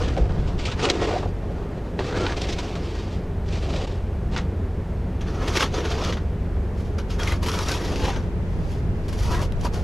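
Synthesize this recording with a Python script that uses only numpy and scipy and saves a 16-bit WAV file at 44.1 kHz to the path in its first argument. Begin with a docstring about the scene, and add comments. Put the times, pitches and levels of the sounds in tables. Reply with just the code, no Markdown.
"""A plastic snow shovel is pushed over a paved driveway in front of a garage wall, a few metres away.
From the start: air hits the microphone, grains crunch under the edge, ice catches and snaps, the scoop booms.
An engine idles throughout (two harmonics and a drone) under far traffic, rumble and air (filtered noise).
From about 5 s the stereo image widens; from about 7 s bare paving adds a bright rasp of fine grit.
A last, slowly fading puff of air comes at 9.2 s."""
import sys
import numpy as np
from scipy import signal
from scipy.fft import rfft, irfft
from scipy.io import wavfile
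from scipy.ndimage import uniform_filter1d, map_coordinates

SR = 44100
rng = np.random.default_rng(int(sys.argv[2]) if len(sys.argv) > 2 else 0)


def put_to_file(sound):
    """Save the sound as 16-bit audio at rate SR, in the file named by the first command-line argument."""
    columns = np.atleast_2d(sound).T  # one column per channel
    safe = np.clip(columns, -1, 1)
    whole_steps = np.round(safe * 32767)
    wavfile.write(sys.argv[1], SR, whole_steps.astype(np.int16))


N = 433503

# Shoves of the shovel. Each row: start in seconds, length in seconds, crunch force in dB, swell over the
# length in dB, boom relative to crunch in dB, chatter relative to crunch in dB, build-up in seconds,
# fade by 60 dB in seconds.
SHOVES = [(0.0, 0.12, -41.5, -1.5, 9, 1, 0.1, 0.51), (0.233, 0.3, -51, 0.5, 13.5, 3.5, 0.3, 0.45),
          (0.591, 0.13, -40, 2.5, -1, -5, 0.055, 0.14), (0.788, 0.067, -35.5, 8.5, 3, -0.5, 0.095, 0.1),
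          (0.876, 0.26, -38, 1, 10, 0, 0.11, 0.53), (1.438, 0.46, -60, 0, 20, 9.5, 0.2, 0.3),
          (1.99, 0.19, -44.5, 4, 10, 1.5, 0.074, 0.2), (2.172, 0.067, -36, -1.5, 5.5, 1, 0.11, 0.25),
          (2.266, 0.065, -38, 4, 3, 1, 0.1, 0.083), (2.365, 0.16, -41, -0.5, 2.5, -3.5, 0.03, 0.1),
          (2.58, 0.59, -40, -9.5, 4, -3.5, 0.2, 0.42), (3.488, 0.04, -43, -6, 6, -7, 0.13, 0.1),
          (3.529, 0.029, -36, -1.5, 3.5, -9, 0.055, 0.22), (3.64, 0.2, -41.5, 2, 6.5, -3.5, 0.21, 0.15),
          (3.875, 0.03, -42, -4.5, -1, -4, 0.05, 0.52), (4.326, 0.079, -43.5, -4, 5, 1, 0.064, 0.25),
          (5.246, 0.26, -54, 16, 10.5, 4, 0.1, 0.17), (5.551, 0.024, -31.5, 4, 1, -3.5, 0.12, 0.06),
          (5.6, 0.03, -28.5, 2, -0.5, 1.5, 0.05, 0.078), (5.636, 0.02, -36.5, -2.5, 4.5, 0, 0.1, 0.28),
          (5.741, 0.37, -38.5, 0.5, 6, 0.5, 0.13, 0.3), (6.78, 0.05, -54.5, -1, 0, -6, 0.18, 0.62),
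          (7.107, 0.035, -42.5, -1, -12, -3, 0.06, 0.16), (7.195, 0.14, -37, -1, 2.5, 2, 0.047, 0.15),
          (7.43, 0.32, -40.5, 3.5, 3, 2, 0.065, 0.16), (7.69, 0.036, -35, -3, -2, -4, 0.02, 0.13),
          (7.755, 0.26, -40.5, -1, 6.5, 1, 0.1, 0.2), (8.028, 0.069, -38, 1.5, 6, 3, 0.21, 0.4),
          (8.66, 0.07, -55, 2, -4, -9, 1, 0.44), (9.201, 0.059, -46.5, 6.5, 1, 0, 0.65, 0.2),
          (9.316, 0.12, -40.5, -3, 10.5, 6, 0.21, 0.13), (9.652, 0.016, -42.5, 2.5, 10, 3.5, 0.21, 0.071),
          (9.74, 0.079, -42.5, -10.5, 9, 4.5, 0.06, 0.2)]
# The edge catches hard on ice. Each row: time in seconds, surge in dB, boom relative to it in dB,
# blade chatter relative to it in dB.
ICE_CATCHES = [(0.077, -31.5, 7, 1), (0.172, -34.5, 20.5, 5), (0.474, -36, 7, -8), (0.651, -21.5, -6, -20),
               (0.714, -30, 3, 1), (0.823, -26, 10.5, -5), (1.012, -27, 9, -1), (1.085, -34, 6, 2),
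               (1.108, -37, 14, 2), (1.225, -44.5, 20, 11), (1.99, -32, 15.5, 4), (2.263, -39, -7, -4),
               (2.366, -29.5, 7, -9), (2.415, -30, -6, -12), (2.435, -33, -4, -3), (2.486, -26, 4.5, -8),
               (2.522, -27, -11, -19), (2.583, -26.5, -5, -5), (2.85, -38, -2, -7), (2.985, -40, -2, 1),
               (4.366, -28, -3, 4), (5.207, -36, -8, 0), (5.475, -26.5, -11, -5), (5.572, -28.5, -3, 6),
               (5.74, -29.5, 5, 0), (5.848, -28.5, 8, -1), (6.035, -27, -8, -11), (6.123, -30.5, -10, -3),
               (6.167, -40.5, 1, 9.5), (6.981, -33, 5, 2), (7.104, -44, -7, -5), (7.19, -35, -9, 8),
               (7.275, -31, -6, -10), (7.322, -37, -3, 11), (7.426, -30.5, -8, 1), (7.461, -30, 5, 2),
               (7.483, -29, -7, 4), (7.587, -31, 5, 7.5), (7.711, -27.5, 4, -3), (8.075, -32, 5, 7),
               (8.098, -39, 4, -2), (8.159, -37, 9, 7), (9.081, -38, -5, -4), (9.125, -37.5, -4.5, 3),
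               (9.413, -31.5, 1, -6)]
CATCH_RISE_S, CATCH_T60_S = 0.0051, 0.1
# Lesser random catches during a shove; level relative to its force, before smoothing over the rise.
SNAGS_PER_S, SNAG_DB, SNAG_T60_S, SNAG_RISE_S = 14, -8.5, 0.043, 0.0042
# Bareness of the paving. Each row: time in seconds, rasp relative to crunch in dB.
BARE_PAVING = [(0, -21), (0.8, -43), (1.05, -25), (2.0, -23), (2.6, -20.5), (4.4, -23), (5.2, -12),
               (5.5, -9), (5.8, -13), (6.15, -15), (6.8, -0.5), (7.0, -7.5), (7.48, -2.5), (7.8, -5),
               (8.15, -11.5), (8.6, -1.5), (9.83, -2)]
# Loose grit crushed under the edge; level before the rasp and scrape are mixed.
PEBBLES_PER_S, PEBBLE_DB, PEBBLE_T60_S = 98, -10, 0.0095
# Caught grains chink; level relative to the scrape on full ice, half that amplitude in snow.
CHINKS_PER_S, CHINK_DB, CHINK_T60_S = 170, -5.5, 0.038
CHINK_LOW_HZ, CHINK_HIGH_HZ = 1486, 6430
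# Resonances of scoop, blade and edge. Each row: frequency in Hz, width in Hz, relative level in dB.
SCOOP_MODES = [(292, 75, -4), (383, 73, 0), (438.7, 19.3, 4.5), (506.7, 38, 0.5), (702, 150, 0),
               (814, 142, -7.5)]
BLADE_MODES = [(909, 69, 2.5), (1224, 150, 0.5), (1483, 87, -0.5), (1660, 130, -5), (1880, 78, -3.5),
               (2136, 69, -7)]
EDGE_MODES = [(2300, 320, 0), (2760, 580, 6), (3370, 220, 3), (4180, 130, -3), (4730, 150, 8),
              (5750, 560, 1.5), (6500, 300, -3)]
# Spectra of edge in snow, edge on packed snow and ice, rasp on paving, ice snap.
# Each row: frequency in Hz, relative level in dB per Hz.
CRUNCH_SPECTRUM = [(500, -1), (1200, -13), (2300, 1), (3600, 0), (4800, -3), (6300, -8.5), (7400, -11.5),
                   (9000, -20.5), (10500, -37), (15000, -55)]
SCRAPE_SPECTRUM = [(500, -5), (1200, -18), (2200, 2), (3400, 1.5), (4200, -2), (5700, -3), (6550, -4.5),
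                   (7100, -10), (8400, -19.5), (10000, -22), (15000, -79)]
RASP_SPECTRUM = [(2500, -14), (4500, 10.5), (6300, 6.5), (7400, 2.5), (8600, -3.5), (10000, 1.5),
                 (11000, -3.5), (12200, -2.5), (13200, -14), (14200, -15), (15500, -45)]
SNAP_SPECTRUM = [(150, -23), (400, -8), (900, -6.5), (1800, -0.5), (3000, 0), (4000, -2.5), (5900, -8),
                 (6800, -17.5), (9000, -31.5), (10500, -41), (14000, -64)]
# Snow lumps or bumps thump the scoop. Each row: time in seconds, level at the peak in dB before the
# lowpass, favoured pitch in Hz, decay by 60 dB in seconds.
THUMPS = [(0.809, -32, 560, 0.04), (0.868, -20.5, 450, 0.069), (0.886, -25, 480, 0.058),
          (0.902, -21, 470, 0.07), (0.955, -28, 500, 0.06), (1.017, -19, 503, 0.058),
          (1.054, -34, 760, 0.06), (1.083, -27, 620, 0.063), (1.137, -23, 460, 0.1),
          (1.162, -27.5, 540, 0.07), (1.228, -30, 600, 0.065), (1.257, -26, 470, 0.04),
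          (2.003, -27, 620, 0.06), (2.155, -23.5, 380, 0.085), (2.18, -32.5, 594, 0.08),
          (2.202, -23, 370, 0.083), (3.635, -30, 430, 0.12), (3.736, -32, 560, 0.12),
          (3.775, -30, 460, 0.06), (3.918, -33, 420, 0.054), (8.532, -43, 650, 0.03),
          (9.42, -32, 500, 0.06), (9.647, -29, 420, 0.089), (9.65, -34, 1300, 0.075)]
THUMP_RISE_S, THUMP_TOP_HZ = 0.0013, 2800
THUMP_FOCUS_DB = 17  # loss of a resonance one octave from the favoured pitch
# One resonance sings. Each row: middle in seconds, pitch in Hz, level in dB, time from the middle to
# -17 dB in seconds, glide in Hz per second.
SINGS = [(0.175, 740, -30, 0.019, 0), (0.687, 1255, -31, 0.0099, 0), (1.166, 723, -23, 0.018, 0),
         (2.22, 1370, -35, 0.055, 1400), (2.235, 369, -26, 0.04, 0), (2.268, 1430, -28, 0.0087, 0),
         (7.21, 3260, -35, 0.016, 0), (7.262, 925, -47, 0.088, 0), (7.279, 2090, -29, 0.0098, 0),
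         (7.316, 3270, -44, 0.014, 0), (7.318, 2050, -34, 0.016, 0), (7.687, 5600, -32, 0.004, -0.5),
         (8.09, 792, -30, 0.032, 0), (9.335, 988, -34, 0.095, 1300), (9.346, 1640, -36, 0.02, 0),
         (9.659, 956, -30.5, 0.023, 0)]
# Chips of ice snap. Each row: time in seconds, crack level over 5 ms in dB, tilt in dB per octave,
# decay by 60 dB in seconds.
ICE_SNAPS = [(0.166, -36, -5, 0.02), (0.1756, -25.5, -10, 0.025), (0.322, -48, 5, 0.025),
             (0.888, -27, 0, 0.027), (0.895, -29, 4, 0.025), (0.8995, -20.5, 2, 0.015),
             (0.9006, -17, 5.5, 0.019), (0.9057, -24, 1, 0.02), (1.99, -25.5, -5.5, 0.031),
             (2.265, -23.5, -4, 0.02), (2.323, -34, -3, 0.025), (2.417, -31, 6, 0.025),
             (2.536, -37, 2, 0.025), (2.587, -33, -1, 0.025), (2.754, -38, 2, 0.02),
             (3.488, -42.5, 2, 0.022), (3.557, -40, -2, 0.025), (3.737, -34, -3, 0.035),
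             (4.3633, -26, -4, 0.024), (4.378, -34, 9, 0.034), (4.3875, -31, -5, 0.02),
             (5.481, -28, 3, 0.025), (5.555, -25.5, -3, 0.039), (5.606, -21, 1, 0.03),
             (5.627, -24, 0, 0.02), (5.805, -34, -3, 0.024), (6.048, -28, 4, 0.02), (6.125, -31.5, 0, 0.02),
             (6.171, -39, -3, 0.02), (7.104, -39, -3, 0.02), (7.192, -37, -5, 0.03),
             (7.233, -30.5, 6, 0.015), (7.275, -28, -1, 0.025), (7.321, -29, -3, 0.03),
             (7.461, -30, 0, 0.018), (7.485, -28, 0, 0.018), (7.517, -32, 5, 0.012), (7.589, -33, 9, 0.015),
             (7.685, -31, 11, 0.028), (7.717, -30, 10, 0.02), (7.74, -32, 5, 0.034), (7.959, -31, 3, 0.013),
             (8.06, -35, 4, 0.015), (8.103, -34, -2, 0.018), (8.161, -37, -2, 0.02), (9.082, -43, -2, 0.02),
             (9.347, -34, 0, 0.025), (9.522, -40, 2.5, 0.015), (9.611, -43, 7.5, 0.017),
             (9.648, -31, -11, 0.051)]
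# Reflections off paving, doors and wall. Each row: delay in seconds, level in dB.
ECHOES = [(.0037, -21), (.0083, -17.5), (0.0143, -17), (0.024, -37)]
# Low background. Each row: time in seconds, engine hum in dB, drone in dB, rumble in dB.
BACKGROUND = [(0, -32.5, -29, -26.5), (1.3, -34, -40, -33), (1.8, -37.5, -38, -32.5),
              (2.2, -35, -42, -28.5), (3.0, -37, -37, -33), (3.4, -32, -30.5, -30.5),
              (5.0, -32.5, -32, -29.5), (7.0, -32, -29, -30.5), (8.3, -33, -32, -29),
              (9.83, -31, -34.5, -29)]
FIRING_HZ, FIRST_DB, SECOND_DB = 45.3, -0.5, -0.5  # harmonic levels relative to the hum
DRONE_HZ, DRONE_WIDTH_HZ = 70.7, 11
# Spectra of far traffic, rumble and moving air. Each row: frequency in Hz, relative level in dB per Hz.
TRAFFIC_SPECTRUM = [(120, -34), (200, -5.5), (280, -12.5), (410, -7.5), (520, -14.5), (720, -18.5),
                    (1240, -27.5), (1850, -30.5), (3000, -38.5), (3940, -43), (7000, -50), (9500, -54.5),
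                    (12000, -59.5), (14000, -75)]
RUMBLE_SPECTRUM = [(12, -7.5), (28, 6), (38, -7.5), (56, 4.5), (85, -2), (105, 1.5), (145, -2), (175, 2.5),
                   (215, -11), (260, -9.5), (500, -72), (4000, -120)]
BUFFET_SPECTRUM = [(10, -2), (30, -0.5), (60, 5.5), (110, -3), (165, -13), (250, -26), (500, -40.5),
                   (6000, -115)]
TRAFFIC_DB = -35.5
# Puffs of air on the microphone. Each row: start in seconds, level in dB, decay by 60 dB in seconds.
GUSTS = [(0.0, -51, 1.4), (0.198, -16.5, 0.65), (0.392, -19, 0.22), (0.53, -24, 0.35), (2.13, -54, 1.3),
         (2.36, -32.5, 0.76), (9.2, -26, 3.2)]
GUST_RISE_S, BREEZE_DB = 0.0075, -38
# Opening of the stereo image. Each row: time in seconds, gain in dB added to both side spectra below.
OPENING = [(4.9, -18), (5.25, 1), (5.6, 10), (6.3, 13), (7.2, 19), (9.83, 22)]
# Side spectra of shovelling and surroundings before the opening gain.
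# Each row: frequency in Hz, side relative to mid in dB.
SHOVEL_WIDTH = [(60, -31), (200, -44), (380, -49), (690, -35), (1300, -36.5), (2400, -33.5), (4400, -34.5),
                (8000, -51), (14000, -23)]
AIR_WIDTH = [(25, -25), (60, -35), (200, -50), (380, -40.5), (690, -30), (1300, -25.5), (2400, -23),
             (4400, -23), (8000, -23), (14000, -28)]
# Hiss of the microphones. Each row: frequency in Hz, relative level in dB per Hz.
HISS_SPECTRUM = [(5000, -33), (9500, -6), (11000, 6), (12200, 15), (12900, 20), (13500, -10), (14500, -28)]
HISS_DB = -74
DIP_S, DIP_DB, DIP_HALF_S = 3.865, -11, 0.0049  # one brief level dip
CUTOFF_HZ = 14700


def shovel(snowy_db=-22, icy_db=-14):
    """Grains of snow and ice break under the edge and shake the blade and the scoop."""
    crunch, boom, chatter = np.hypot(shove_forces() * judder(), catch_forces())
    bare_db = in_time(BARE_PAVING)[0]
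    fractures = grains(per_s=4500, spread_db=0.5)
    slips = grains(per_s=1500, spread_db=1.5)
    grit = grains(per_s=7200, spread_db=-0.5)

    # soft snow crunches dully; ice scrapes harder
    icy = np.clip((bare_db - snowy_db) / (icy_db - snowy_db), 0, 1)
    ring = even(flex(resonate(slips, EDGE_MODES, wander_db=6.0)))
    in_snow = even(colour(fractures + from_db(-14.5) * ring, CRUNCH_SPECTRUM))
    on_ice = even(colour(fractures + from_db(-13) * ring, SCRAPE_SPECTRUM))
    chink = from_db(CHINK_DB) * (1 + icy) / 2 * chinks()
    edge = even((1 - icy) * in_snow + icy * on_ice + chink)

    # bare paving: fine bright rasp and ticks of coarse grit
    coarse = from_db(PEBBLE_DB) * pebbles()
    fine = rms_one(colour(grit + 2 * coarse, RASP_SPECTRUM))
    rasp = from_db(bare_db) * fine + icy * coarse_ticks(coarse)

    blade = flex(resonate(slips + 0.7 * fractures, BLADE_MODES, wander_db=3.0))
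    blade = blade + from_db(-17.0) * fractures
    blade = even(colour(blade, [(400, -11.5), (850, 4.5), (2300, 1.0), (4500, -5.5), (12000, -64)]))
    scoop = resonate(slips, SCOOP_MODES, wander_db=2.0)
    scoop = even(colour(scoop, [(150, -25.5), (270, 8.0), (850, -3), (2000, -12.5), (9000, -46)]))
    return crunch * (edge + rasp) + chatter * blade + boom * scoop


def shove_forces():
    """Each shove builds up, swells or eases, and dies away; it drives crunch, boom and chatter."""
    power = np.zeros((3, N))
    for s, length_s, db, swell_db, boom_db, chatter_db, build_s, fade_s in SHOVES:
        first = max(int((s - build_s) * SR), 0)
        last = min(int((s + length_s + fade_s) * SR), N)
        at = np.arange(first, last)
        corners_s = [-build_s, 0, length_s, length_s + fade_s]
        force_db = np.interp(at / SR - s, corners_s, [-60, 0, swell_db, swell_db - 60])
        shares = from_db([[0], [boom_db], [chatter_db]])
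        power[:, at] += (shares * from_db(db + force_db)) ** 2
    return np.sqrt(power)


def judder():
    """The edge sticks, slips and snags; lumps of snow shift force between crunch, boom and chatter."""
    hits = rng.random(N) < SNAGS_PER_S / SR
    decay = from_db(-60 / (SNAG_T60_S * SR))
    snags = signal.lfilter([from_db(SNAG_DB)], [1, -decay], hits + 1e-18)
    snags = uniform_filter1d(snags, int(SNAG_RISE_S * SR) + 1)
    lumps = np.array([from_db(1.38 * drift(knots_per_s=22)) for _ in range(3)])
    stick_slip = from_db(1.54 * drift(knots_per_s=60) + 0.29 * drift(knots_per_s=230))
    return rms_one(lumps * (1 + snags) * stick_slip)


def catch_forces():
    """Each catch on ice is a sudden surge of force that dies away in crunch, boom and chatter."""
    strengths = np.array([from_db(db) * from_db([0, boom_db, chatter_db])
                          for _, db, boom_db, chatter_db in ICE_CATCHES])
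    surges = np.array([surge(row[0], CATCH_RISE_S, CATCH_T60_S) for row in ICE_CATCHES])
    return strengths.T @ surges


def grains(per_s, spread_db):
    """Random fractures: clicks of either sign, sizes spread exponentially in dB; rms 1."""
    sizes = from_db(spread_db * np.minimum(rng.exponential(1, N), 4))
    signs = rng.choice([-1, 1], N)
    return rms_one(sizes * signs * (rng.random(N) < per_s / SR))


def pebbles():
    """Separate coarse grains, each crushed in a tiny burst of noise; rms 1."""
    t = np.arange(1024) / SR
    power_decay = from_db(-60 * t / PEBBLE_T60_S) ** 2
    power = signal.oaconvolve(grains(PEBBLES_PER_S, spread_db=1.0) ** 2, power_decay)[:N]
    return rms_one(np.sqrt(np.maximum(power, 0)) * rng.standard_normal(N))


def coarse_ticks(x):
    """Give crushed grit the colour of the scraping edge, at unchanged level."""
    return np.std(x) * rms_one(colour(x, SCRAPE_SPECTRUM))


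def chinks(rise_s=0.00092, spread_db=3):
    """Each caught grain rings the edge briefly, at a random pitch set by where it touches; rms 1."""
    out, t = np.zeros(N + 2048), np.arange(2048) / SR
    envelope = from_db(-60 * t / CHINK_T60_S) * (1 - np.exp(-t / rise_s))
    gaps, places, sizes = rng.random((4096, 3)).T
    starts = (np.cumsum(-np.log(1 - gaps)) * SR / CHINKS_PER_S).astype(int)
    pitches_hz = CHINK_LOW_HZ * (CHINK_HIGH_HZ / CHINK_LOW_HZ) ** places
    for start, hz, size in zip(starts[starts < N], pitches_hz, sizes):
        tone = envelope * np.sin(2 * np.pi * hz * t)
        out[start:start + len(t)] += from_db(spread_db * (2 * size - 1)) * tone
    return rms_one(out[:N])


def flex(x, bend=0.02):
    """The blade bends under load, so its resonances slide a little: a slow random time warp."""
    at = np.arange(N) + np.cumsum(bend * drift(knots_per_s=9))
    return map_coordinates(x, [at], order=3, mode="wrap")


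def thumps(size=8192):
    """Each thump shakes scoop and blade; where it strikes decides which resonances answer most."""
    out, t = np.zeros(N + size), np.arange(size) / SR
    for s, db, favoured_hz, t60_s in THUMPS:
        shake, body = rng.standard_normal(2 * size), 0
        for k, (hz, width_hz, mode_db) in enumerate(SCOOP_MODES + BLADE_MODES):
            gain = from_db(mode_db - THUMP_FOCUS_DB * np.log2(hz / favoured_hz) ** 2)
            mode = signal.lfilter(*signal.iirpeak(hz, hz / width_hz, fs=SR), shake)
            body = body + (-1) ** k * gain * mode
        envelope = from_db(-60 * t / t60_s) * (1 - np.exp(-t / THUMP_RISE_S))
        start = int(s * SR)
        settled = even(body, span_s=0.018)[size:]
        out[start:start + size] += from_db(db) * envelope / envelope.max() * settled
    return signal.sosfilt(signal.butter(2, THUMP_TOP_HZ, fs=SR, output="sos"), out[:N])


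def blade_sings(waver_hz=45, rough_db=1.5):
    """Stick-slip locks onto one resonance for a moment: a rough, wavering tone, in places gliding."""
    out, t = np.zeros(N), np.arange(N) / SR
    waver = np.cumsum(waver_hz * drift(knots_per_s=280)) / SR
    for s, hz, db, length_s, glide_hz_per_s in SINGS:
        near = np.abs(t - s) < 2 * length_s
        since = t[near] - s
        swell = np.exp(-2 * (since / length_s) ** 2)
        cycles = hz * since + glide_hz_per_s * since ** 2 / 2 + waver[near]
        out[near] += from_db(db) * swell * np.sqrt(2) * np.sin(2 * np.pi * cycles)
    return out * rms_one(from_db(rough_db * drift(knots_per_s=300)))


def ice_snap(ring_gain=0.5, grit_db=-4.5):
    """Each chip is a short noise burst that rings the blade; on bare paving it also spits grit."""
    out, t = np.zeros(N + SR), np.arange(4096) / SR
    bare_db = in_time(BARE_PAVING)[0]
    level_span = SR / 200  # 5 ms in samples
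    for s, db, tilt_db, t60_s in ICE_SNAPS:
        start = int(s * SR)
        burst = rng.standard_normal(len(t)) * from_db(-60 * t / t60_s)
        crack = colour(burst, [(hz, level + tilt_db * np.log2(hz)) for hz, level in SNAP_SPECTRUM])
        grit = colour(burst, RASP_SPECTRUM)
        grit_gain = from_db(bare_db[start] + grit_db)
        chip = crack / np.linalg.norm(crack) + grit_gain * grit / np.linalg.norm(grit)
        out[start:start + len(chip)] += from_db(db) * np.sqrt(level_span) * chip
    return out[:N] + ring_gain * resonate(out[:N], BLADE_MODES, wander_db=5.0)


def garage_wall(x):
    """Hard surfaces close by return a few quick echoes."""
    at = np.arange(N)
    return x + sum(from_db(db) * np.interp(at - round(s * SR), at, x, left=0) for s, db in ECHOES)


def engine():
    """Two slightly wavering firing harmonics and an uneven drone, narrow-band noise, between them."""
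    hum_db, drone_db, _ = in_time(BACKGROUND)
    phase = 2 * np.pi * np.cumsum(FIRING_HZ + 0.54 * drift(knots_per_s=7)) / SR
    first = from_db(hum_db + FIRST_DB + 2.2 * drift(knots_per_s=8)) * np.sin(phase)
    second = from_db(hum_db + SECOND_DB + 2.0 * drift(knots_per_s=5)) * np.sin(2 * phase)
    edges_hz = [DRONE_HZ - DRONE_WIDTH_HZ / 2, DRONE_HZ + DRONE_WIDTH_HZ / 2]
    band = signal.butter(2, edges_hz, "band", fs=SR, output="sos")
    hollow = signal.sosfilt(band, rng.standard_normal(N + SR))[SR:]  # skip the filter's start-up
    drone = from_db(drone_db) * even(hollow, span_s=0.73)
    return np.sqrt(2) * (first + second) + drone


def outdoors():
    """Far traffic with its low rumble, and lumps of moving air at the microphone: coloured noise."""
    _, _, rumble_db = in_time(BACKGROUND)
    traffic = from_db(TRAFFIC_DB) * rms_one(colour(rng.standard_normal(N), TRAFFIC_SPECTRUM))
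    rumble = rms_one(colour(rng.standard_normal(N), RUMBLE_SPECTRUM))
    rumble = from_db(rumble_db + 1.08 * drift(knots_per_s=10)) * rumble
    breeze = from_db(BREEZE_DB + 2.3 * drift(knots_per_s=5))
    air = breeze + sum(from_db(db) * surge(s, GUST_RISE_S, t60_s) for s, db, t60_s in GUSTS)
    buffet = air * even(colour(rng.standard_normal(N), BUFFET_SPECTRUM), span_s=0.087)
    return traffic + rumble + buffet


def microphone_hiss():
    """Independent coloured noise in each channel."""
    noise = [rms_one(colour(white, HISS_SPECTRUM)) for white in rng.standard_normal((2, N))]
    return from_db(HISS_DB) * np.array(noise)


def scatter(x, t60_s=0.038):
    """The same sound arriving from the sides by many short paths, nearly uncoloured."""
    t = np.arange(4096) / SR
    paths = rfft(rng.standard_normal(len(t)) * from_db(-60 * t / t60_s))
    flat = irfft(paths / np.abs(paths))[:len(t) // 2]
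    return signal.oaconvolve(x, flat / np.linalg.norm(flat))[:N]


def resonate(x, modes, wander_db):
    """Parallel resonances of alternating sign; the contact point shifts, so each is fed unevenly."""
    out = 0
    for k, (hz, width_hz, db) in enumerate(modes):
        r = np.exp(-np.pi * width_hz / SR)
        poles = [1, -2 * r * np.cos(2 * np.pi * hz / SR), r * r]
        fed = x * from_db(db + wander_db * drift(knots_per_s=18))
        out = out + (-1) ** k * (1 - r * r) / 2 * signal.lfilter([1, 0, -1], poles, fed + 1e-18)
    return out


def colour(x, spectrum, size=8192):
    """Causal (minimum-phase) filter with the given spectrum."""
    hz = np.arange(size // 2 + 1) * SR / size
    cepstrum = irfft(np.log(from_db(at_hz(spectrum, hz))))
    cepstrum[1:size // 2] *= 2  # fold to minimum phase
    cepstrum[size // 2 + 1:] = 0
    return signal.oaconvolve(x, irfft(np.exp(rfft(cepstrum))))[:N]


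def surge(s, rise_s, t60_s):
    """An envelope that jumps up at time s and dies away."""
    out, start = np.zeros(N), int(np.clip(s * SR, 0, N - 1))
    t = np.arange(min(N - start, int(2 * t60_s * SR))) / SR
    out[start:start + len(t)] = from_db(-60 * t / t60_s) * (1 - np.exp(-t / rise_s))
    return out


def even(x, span_s=0.0268):
    """Hold the short-time level at 1: grain and colour change, loudness does not."""
    return x / np.sqrt(np.maximum(uniform_filter1d(x * x, int(span_s * SR)), 1e-20))


def drift(knots_per_s):
    """Smooth random curve through random knots, rms 1."""
    knots = rng.standard_normal(4096)
    at = np.arange(N // 20 + 1) * 20 * knots_per_s / SR  # every 20th sample
    coarse = map_coordinates(knots, [at], order=3, mode="wrap")
    return rms_one(np.interp(np.arange(N) / 20, np.arange(len(coarse)), coarse))


def in_time(rows):
    """The columns of a curve table, at every sample."""
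    s, *columns = np.transpose(rows)
    return [np.interp(np.arange(N) / SR, s, c) for c in columns]


def at_hz(points, hz):
    """Read a spectrum on a log-frequency axis."""
    points = np.array(points)
    return np.interp(np.log(np.maximum(hz, 1)), np.log(points[:, 0]), points[:, 1])


def from_db(db):
    """Decibels to gain."""
    return 10 ** (np.asarray(db) / 20)


def rms_one(x):
    """Scale to rms 1."""
    return x / np.sqrt(np.mean(x ** 2) + 1e-20)


def scene():
    """Mid holds every source; scattered shovelling and separate outdoor noise widen the image."""
    shovelling = garage_wall(shovel() + thumps() + blade_sings() + ice_snap())
    mid = shovelling + engine() + outdoors()
    side = colour(scatter(shovelling), SHOVEL_WIDTH) + colour(outdoors(), AIR_WIDTH)
    side = from_db(in_time(OPENING)[0]) * side
    return np.array([mid + side, mid - side]) + microphone_hiss()


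def record(dry):
    """The level dips once, briefly; the top is cut steeply."""
    since = np.arange(N) / SR - DIP_S
    dip = from_db(DIP_DB * np.exp(-(since / DIP_HALF_S) ** 2))
    lowpass = signal.ellip(10, .1, 90, CUTOFF_HZ, fs=SR, output="sos")
    return signal.sosfilt(lowpass, dry * dip)


dry = scene()
out = record(dry)
put_to_file(out)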